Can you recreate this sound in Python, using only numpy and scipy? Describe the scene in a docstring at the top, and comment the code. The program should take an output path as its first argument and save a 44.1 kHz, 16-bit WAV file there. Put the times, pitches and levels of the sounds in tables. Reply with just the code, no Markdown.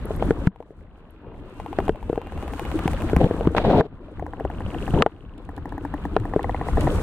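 """Dolphins click close by and further off, heard in the open sea on a hand-held camera's two microphones.
The camera sits in a watertight case: near click trains ring its walls, fingers knock and rub on it,
and water rumbles, sloshes and fizzes around it. A far motor whines and revs for a while.
The camera's gain control ducks at the hardest bumps, so the sea sinks away and swells back."""
import sys
import numpy as np
from scipy import signal
from scipy.fft import rfft, irfft
from scipy.io import wavfile
from scipy.ndimage import uniform_filter1d, minimum_filter1d

SR = 44100
rng = np.random.default_rng(int(sys.argv[2]) if len(sys.argv) > 2 else 0)


def generate_wav(sig):
    """Save sig (samples, or channels by samples) to the path in sys.argv[1] as 16-bit PCM at SR."""
    pcm = np.round(np.clip(np.atleast_2d(sig).T, -1, 1) * 32767).astype(np.int16)
    wavfile.write(sys.argv[1], SR, pcm)


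N = 309582
TIME = np.arange(N) / SR
BINS = np.fft.rfftfreq(N, 1 / SR) + 1  # Hz, kept above zero for the log scale
AGE = np.arange(4096) / SR  # seconds into one short sound


def undb(db):
    """Decibels to gain."""
    return 10 ** (np.asarray(db) / 20)


def curve(rows, at=TIME):
    """The columns of a table, joined by straight lines."""
    times, *columns = np.transpose(rows)
    return [np.interp(at, times, column) for column in columns]


def colour(points):
    """Gain at every bin of a (frequency [Hz], level [dB]) spectrum."""
    hz, db = np.transpose(points)
    return undb(np.interp(np.log(BINS), np.log(hz), db))


def band(x, lo_hz, hi_hz, order):
    """Causal band-pass."""
    return signal.sosfilt(signal.butter(order, [lo_hz, hi_hz], "band", fs=SR, output="sos"), x)


def unit(x):
    """Scaled to rms 1."""
    return x / np.sqrt(np.mean(x ** 2))


def peak(x):
    """Scaled to peak 1."""
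    return x / np.abs(x).max()


def walk(rate):
    """Random levels held 1 / rate s and smoothed twice."""
    hold = int(SR / rate)
    steps = np.repeat(rng.standard_normal(N // hold + 1), hold)
    return unit(uniform_filter1d(uniform_filter1d(steps, hold), hold)[:N])


def gate(start, end, edge_s):
    """On from start to end, with soft edges."""
    return np.clip(np.minimum(TIME - start, end - TIME) / edge_s + .5, 0, 1)


def add(track, s, sound):
    """Mix a sound in at time s."""
    i = max(int(s * SR), 0)
    track[..., i:i + sound.shape[-1]] += sound[..., :N - i]


def grains(rate, spread_db):
    """Random impulses, mostly small and a few large."""
    chance, size, sign = rng.random(N), rng.exponential(size=N), rng.choice([-1, 1], N)
    return unit((chance < rate / SR) * sign * undb(spread_db * np.minimum(size, 4)))


def burst(lo_hz, hi_hz, t60):
    """A short spit of noise, different at each microphone."""
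    noise = rng.standard_normal((2, len(AGE))) * undb(-60 * AGE / t60)
    return peak(band(noise, lo_hz, hi_hz, order=3))


def pulse(hz, width_s, turn_rad=0):
    """A few cycles under a bell; the right microphone hears them turned in phase."""
    t = AGE - 2 * width_s
    return np.exp(-(t / width_s) ** 2) * np.cos(2 * np.pi * hz * t - np.array([[0], [turn_rad]]))


def mic_spectra(source):
    """Two microphones in one case: alike in the bass, unlike in the treble."""
    # stereo width: (frequency [Hz], side minus mid [dB])
    width = [(30, -10), (700, -26), (2600, 4), (4500, 3), (12000, -2)]
    return rfft(source()) + np.array([[1], [-1]]) * colour(width) * rfft(source())


def flow_layer(lo_hz, hi_hz, rate, spread_db, flicker_db):
    """One register of the flow: a swarm of grains in smooth noise, with a flickering level."""
    # spectrum of the sea at the case: (frequency [Hz], relative level [dB])
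    sea = [(20, 2), (90, -2), (125, -10), (330, -6), (560, -12.5), (1500, -20), (2200, -31.5),
           (3400, -36.5), (5200, -43), (8500, -38), (16000, -53)]
    swarm = mic_spectra(lambda: grains(rate, spread_db) + rng.standard_normal(N))
    register = band(irfft(swarm * colour(sea), N), lo_hz, hi_hz, order=4)
    return unit(register * undb(flicker_db * walk(30)))


def bubbles(count, low_hz, high_hz, cycles=9, spread_db=2, tilt_db=0):
    """Bubbles ring for a few cycles each and glide up a little; strength tilts by tilt_db an octave."""
    out = np.zeros(N)
    for when, pitch, size in rng.random((count, 3)):
        hz = low_hz * (high_hz / low_hz) ** (pitch ** 1.5)
        turns = hz * AGE
        envelope = np.exp(-np.pi * turns / cycles) * (1 - np.exp(-2 * turns))
        db = tilt_db * np.log2(hz / low_hz) - spread_db * np.log(size + 0.027)
        add(out, when * TIME[-1], undb(db) * envelope * np.sin(2 * np.pi * turns * (1 + AGE)))
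    return unit(out)


def water():
    """Eddies rumble on the case, bubbles patter in the slosh, small ones pop over a wash and a fizz."""
    # water streaming past the case: (time [s], relative flow [dB], wash [dB], fizz [dB])
    stream = [(0, -5.5, -49, -68), (0.2, -4.5, -45.5, -57), (0.45, -3.5, -44, -57),
              (1.15, -8.5, -46.5, -65), (1.27, -1.5, -48.5, -74), (1.5, -7.5, -45, -60.5),
              (1.82, -2, -43.5, -59), (2.2, -5, -45, -59.5), (2.58, -6.5, -41, -51), (2.95, -3.5, -41, -55),
              (3.45, -2.5, -43, -57.5), (3.95, 1, -41, -62), (4.5, 2.5, -40.5, -59),
              (4.87, 1.5, -36.5, -49.5), (5.3, -1.5, -42, -62.5), (5.7, 0, -42, -61.5),
              (6.6, -4.5, -42.5, -58.5), (6.85, -1, -40, -50)]
    flow_db, wash_db, fizz_db = curve(stream)
    rumble_db, slosh_db = flow_db - 21.5, flow_db - 31.5
    pops = mic_spectra(lambda: bubbles(450, 1000, 3500, cycles=7, spread_db=2.4, tilt_db=-5))
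    return (flow_layer(22.2, 209.3, rate=400, spread_db=1.6, flicker_db=2.9) * undb(rumble_db)
            + flow_layer(202, 1056, rate=250, spread_db=3, flicker_db=2.2) * undb(slosh_db)
            + bubbles(230, 270, 620) * undb(slosh_db)
            + flow_layer(940, 4350, rate=1500, spread_db=2, flicker_db=1.2) * undb(wash_db)
            + unit(irfft(pops, N)) * undb(wash_db - 4)
            + flow_layer(3900, 16000, rate=500, spread_db=3.6, flicker_db=2.2) * undb(fizz_db))


def camera_whine(hz=14835, db=-76):
    """The camera's own faint, steady tone."""
    return undb(db) * np.sin(2 * np.pi * hz * TIME)


def high_ticks(db=-34):
    """A few very high ticks, all equally strong."""
    # ticks: (time [s])
    ticks = [0.054, 0.1635, 0.254, 1.106]
    out = np.zeros((2, N))
    for s in ticks:
        add(out, s + 0.001, undb(db) * burst(10400, 12600, t60=0.0056))
    return out


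def case_ring(push, scatter_db=3):
    """The case answers a push with its modes, a little differently at each spot."""
    # modes of the case: (frequency [Hz], level [dB], t60 [s])
    case_modes = [(186.3, 3.5, 0.062), (339, -14.5, 0.094), (465, 3.5, 0.044), (673, -6.5, 0.035),
                  (789, 2.5, 0.02), (994, -7.5, 0.042)]
    hz, db, t60 = np.transpose(case_modes)[:, :, None]
    detune, weight = rng.standard_normal((2, len(case_modes), 1))
    envelopes = undb(db + scatter_db * weight - 60 * AGE / t60)
    modes = envelopes * np.sin(2 * np.pi * hz * (1 + 0.049 * detune) * AGE)
    return peak(signal.fftconvolve(modes.sum(0), push)[:len(AGE)])


def finger_knocks(blow_db=-2, ring_db=-9, contact_db=9, late_s=0.001096):
    """A blow dents the wall for about one cycle, the case rings on, and a hard contact cracks."""
    # fingers on the case: (time [s], level [dB], pitch of the blow [Hz], relative crack [dB])
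    knocks = [(0.105, -9, 515, -41), (0.223, -3, 670, -25), (0.3051, 3, 377, -19),
              (0.469, 21.5, 153, -24.5), (0.602, 3.5, 564, -27), (0.704, -8, 380, -32),
              (1.785, 2, 480, -21.5), (1.891, 9, 405, -19.5), (2.096, 1.5, 370, -40),
              (2.127, 0.5, 445, -31.5), (2.175, 1.5, 510, -31.5), (2.854, -7.5, 245, -24.5),
              (3.13, -5, 356, -30), (3.164, -4.5, 158, -28), (3.211, -1.5, 476, -26.5),
              (3.239, 1.5, 134, -26.5), (3.308, -4.5, 410, -28), (3.407, -9.5, 534, -22.5),
              (3.47, 3, 278, -26), (3.547, -1.5, 570, -22), (3.5802, -4.5, 913, -9.5),
              (3.807, 22, 631, -24.5), (4.223, 2.5, 525, -31), (4.406, 0, 463, -31), (4.449, 5, 523, -37),
              (4.9369, 1.5, 145, -30), (5.0207, 13.5, 765, -6), (5.0221, 16.5, 580, -12),
              (5.061, 21, 627, -24.5), (6.163, 9.5, 555, -19.5), (6.36, 4.5, 392, -36),
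              (6.778, -7, 440, -34), (6.874, -6.5, 474, -22)]
    out = np.zeros((2, N))
    for s, db, hz, crack_db in knocks:
        dent_s = min(0.473 / hz, .002)
        blow = -pulse(hz, dent_s)[0]
        brightness = undb(1.4 * max(crack_db + 14, 0))  # the hardest contacts are also brighter
        treble = undb(-8.5) * burst(1550, 3340, t60=0.0066) + undb(-21) * burst(1900, 8960, t60=0.0019)
        contact = burst(683, 1603, t60=0.015)[0] + brightness * treble
        ring = case_ring(blow + .5 * pulse(580, 0.00067)[0])
        add(out, s + late_s, undb(db) * (undb(blow_db) * blow + undb(ring_db) * ring))
        add(out, s + late_s + dent_s, undb(db + crack_db + contact_db) * contact)
    return out


def near_clicks(beam_power=4.3):
    """Time and level of each click: gaps glide evenly; the narrow beam swings on or off late in a train."""
    # near trains: (start [s], end [s], first gap [s], last gap [s], level [dB], swell [dB])
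    trains = [(0.558, 0.624, 0.066, 0.066, -14, -2.5), (1.598, 1.879, 0.062, 0.079, -16.5, 4.5),
              (1.956, 2.32, 0.07, 0.051, -19, -4.5), (2.374, 2.593, 0.047, 0.056, -22.5, 5.5),
              (2.65, 2.876, 0.066, 0.091, -23.5, 8.5), (2.931, 3.162, 0.087, 0.066, -25.5, 10.5),
              (4.194, 4.333, 0.073, 0.074, -11, 1), (4.397, 4.499, 0.052, 0.052, -11.5, -2.5),
              (4.604, 4.877, .14, 0.13, -15.5, 2), (5.489, 5.778, .089, .057, -14, -0.5),
              (5.849, 6.051, .087, 0.11, -12.5, -2), (6.252, 6.335, .083, .083, -15, 5.5),
              (6.392, 6.544, 0.05, 0.051, -11, -1.5), (6.611, 6.87, .073, 0.099, -15, 0.5)]
    for start, end, first_gap, last_gap, db, swell_db in trains:
        gaps = np.linspace(first_gap, last_gap, round(2 * (end - start) / (first_gap + last_gap)))
        progress = np.append(0, np.cumsum(gaps)) / gaps.sum()
        yield from zip(start + (end - start) * progress, db + swell_db * progress ** beam_power)


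def near_dolphins(wall_db=3, wall_hz=860, hum_hz=290, late_s=0.001086):
    """Each close click is a high snap, a short ring near 2 kHz, and a hollow knock and hum of the case."""
    # tone of the clicks as the animals turn, levels relative to the click:
    # (time [s], ring pitch [Hz], ring width [s], ring [dB], snap [dB], hum [dB])
    click_tone = [(1.9, 1900, 0.0002, -4, -21, -22), (2.8, 1950, 0.00023, 3.5, -10, -24),
                  (4.3, 1660, 0.00076, -5, -20.5, -6), (6.2, 1770, 0.0017, -8.5, -17.5, 2),
                  (6.35, 1890, 0.0015, -10.5, -29.5, -12.5)]
    out = np.zeros((2, N))
    hum = np.sin(2 * np.pi * hum_hz * AGE) * undb(-60 * AGE / 0.091)
    for s, db in near_clicks():
        hz, width_s, ring_db, snap_db, hum_db = curve(click_tone, s)
        ring = pulse(hz * (1 + 0.028 * rng.standard_normal()), width_s, turn_rad=0.76)
        wall = case_ring(pulse(wall_hz, 0.00083)[0], scatter_db=1)
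        snap = burst(4000, 15500, t60=0.012)
        ring_centre_s = s + late_s + 0.00197
        add(out, s + late_s / 2, undb(db + wall_db) * wall + undb(db + hum_db) * hum)
        add(out, ring_centre_s - 2 * width_s, undb(db + ring_db) * ring)
        add(out, s + late_s + 0.00095, undb(db + snap_db) * snap)
    return out


def far_dolphins(hz=2830, pitch_scatter=0.044, scatter_db=2):
    """Thin, quick clicks from further off, too weak to shake the case and each a little different."""
    # distant trains: (start [s], end [s], gap [s], level [dB])
    trains = [(0.911, 1.12, 0.047, -37), (4.369, 4.64, 0.0358, -29), (4.662, 5.006, 0.0407, -24),
              (5.076, 5.36, .0435, -29)]
    out = np.zeros((2, N))
    for start, end, gap, db in trains:
        for s in np.arange(start, end, gap):
            pitch, size = rng.uniform(-1, 1, 2)
            click = pulse(hz * (1 + pitch_scatter * pitch), 0.0007, turn_rad=1)
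            add(out, s, click * undb(db + scatter_db * size))
    return out


def far_motor(span_s=(1.17, 2.68), centre_hz=2750, width_hz=300, line_hz=2505, line_db=-62):
    """A far motor's overtones slide through one resonance as it revs, over a nearly steady line."""
    # the motor's revs: (time [s], turning rate [Hz])
    revs = [(1.31, 309), (1.37, 341), (1.44, 351), (1.54, 336), (1.62, 357), (1.75, 331), (1.82, 354),
            (2.05, 329), (2.28, 348), (2.58, 485)]
    hz, = curve(revs)
    phase = 2 * np.pi * np.cumsum(hz) / SR
    whine = sum(np.sin(k * phase) / (1 + ((k * hz - centre_hz) / width_hz) ** 2) for k in range(5, 12))
    whine_db = np.interp(TIME, span_s, (-57.5, -51.5))
    line = np.sin(2 * np.pi * np.cumsum(line_hz + 6 * walk(60)) / SR)
    flicker = undb(3 * walk(20))
    return gate(*span_s, edge_s=0.22) * (undb(whine_db) * whine + undb(line_db) * line) * flicker


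def plops(cycles=5):
    """A pocket of air or water breaks loose beside the case and rings for a few cycles."""
    # larger bubbles and eddies: (time [s], pitch [Hz], level [dB])
    pockets = [(2.753, 317, -11), (3.142, 62, -10.5), (3.457, 71, -12), (6.196, 108.4, -7.5),
               (6.839, 139, -12.5)]
    out = np.zeros(N)
    for s, hz, db in pockets:
        turns = hz * AGE
        envelope = np.exp(-turns / cycles) * (1 - np.exp(-2 * turns)) * (1 - AGE / AGE[-1])
        add(out, s, undb(db) * envelope * np.sin(2 * np.pi * turns))
    return out


def grip_slips(split_hz=1250, gurgle_db=-3):
    """Fingers stick and slip in a dense, uneven run of small jerks; trapped water gurgles."""
    # slips on the case: (start [s], end [s], first level [dB], last level [dB], relative rasp [dB])
    slips = [(3.203, 3.272, -21, -18.5, -20), (3.565, 3.633, -15.5, -31, -4.5),
             (3.638, 3.868, -13, -12, -17.5), (4.937, 5.032, -14, -14.5, -23.5)]
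    # spectrum of the rubbing: (frequency [Hz], relative level [dB])
    rub_spectrum = [(40, -10), (170, 13.5), (720, 2), (1200, -29), (2100, -43), (3900, -48), (5500, -64),
                    (15000, -78)]
    jerks = mic_spectra(lambda: grains(rate=2000, spread_db=0.82)) * colour(rub_spectrum)
    low_share = 1 / (1 + (BINS / split_hz) ** 6)
    rub = unit(irfft(jerks * low_share, N))
    wet_rub = unit(rub + undb(gurgle_db) * bubbles(1200, 401, 927))
    rasp = unit(irfft(jerks * (1 - low_share), N)) * undb(1.5 * walk(40))
    out = np.zeros((2, N))
    for start, end, first_db, last_db, rasp_db in slips:
        db = np.interp(TIME, [start, end], [first_db, last_db])
        out += gate(start, end, edge_s=0.0025) * undb(db) * (wet_rub + undb(rasp_db) * rasp)
    return out


def pod_snaps(rattle_db=-3):
    """Dry, bright snaps from elsewhere in the pod: a sharp tick over a brief rattle of the case."""
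    # snaps: (time [s], level [dB])
    snaps = [(5.380, -26), (5.452, -31.5), (5.565, -26.5), (5.692, -28), (6.200, -30), (6.43, -25.5),
             (6.809, -23)]
    out = np.zeros((2, N))
    for s, db in snaps:
        tick, rattle = burst(2400, 11700, t60=0.0034), burst(1700, 3800, t60=0.052)
        add(out, s, undb(db) * (tick + undb(rattle_db) * rattle))
    return out


def gain_control(x, limit_db=-0.75, recover_db_per_s=14.5, look_ahead_s=0.0015):
    """Any peak over the limit turns the gain down at once; it then creeps back at a steady rate."""
    over_db = np.maximum(20 * np.log10(np.abs(x).max(axis=0) + 1e-9) - limit_db, 0)
    creep_db = recover_db_per_s * TIME
    gain_db = creep_db - np.maximum.accumulate(over_db + creep_db)
    span = int(2 * look_ahead_s * SR) + 1
    return x * undb(uniform_filter1d(minimum_filter1d(gain_db, span), span))


def noise_suppressor(x, threshold_db=-80.5, db_per_db=1.5, above_hz=4300, window_s=.012):
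    """Treble that falls under the threshold is turned further down."""
    treble = irfft(rfft(x) / (1 + (above_hz / BINS) ** 12), N)
    power = uniform_filter1d((treble ** 2).mean(axis=0), int(window_s * SR))
    under_db = np.minimum(10 * np.log10(np.abs(power) + 1e-14) - threshold_db, 0)
    return x + treble * (undb(db_per_db * under_db) - 1)


def scene():
    """Everything reaches the two microphones through the case."""
    # the left microphone hears the walls better: (frequency [Hz], left minus right [dB])
    balance = [(30, 1), (1100, 3.5), (2300, -2.1)]
    total = (water() + plops() + pod_snaps() + near_dolphins() + far_dolphins() + high_ticks()
             + finger_knocks() + grip_slips() + far_motor() + camera_whine())
    return irfft(rfft(total) * colour(balance) ** np.array([[.5], [-.5]]), N)


def record(dry):
    """The camera ducks after hard bumps, mutes faint hiss, rounds off the peaks and cuts the top."""
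    held = noise_suppressor(gain_control(dry))
    rounded = held / (1 + held ** 6) ** (1 / 6)
    return signal.sosfilt(signal.ellip(8, .2, 70, 16300, fs=SR, output="sos"), rounded)


dry = scene()
out = record(dry)
generate_wav(out)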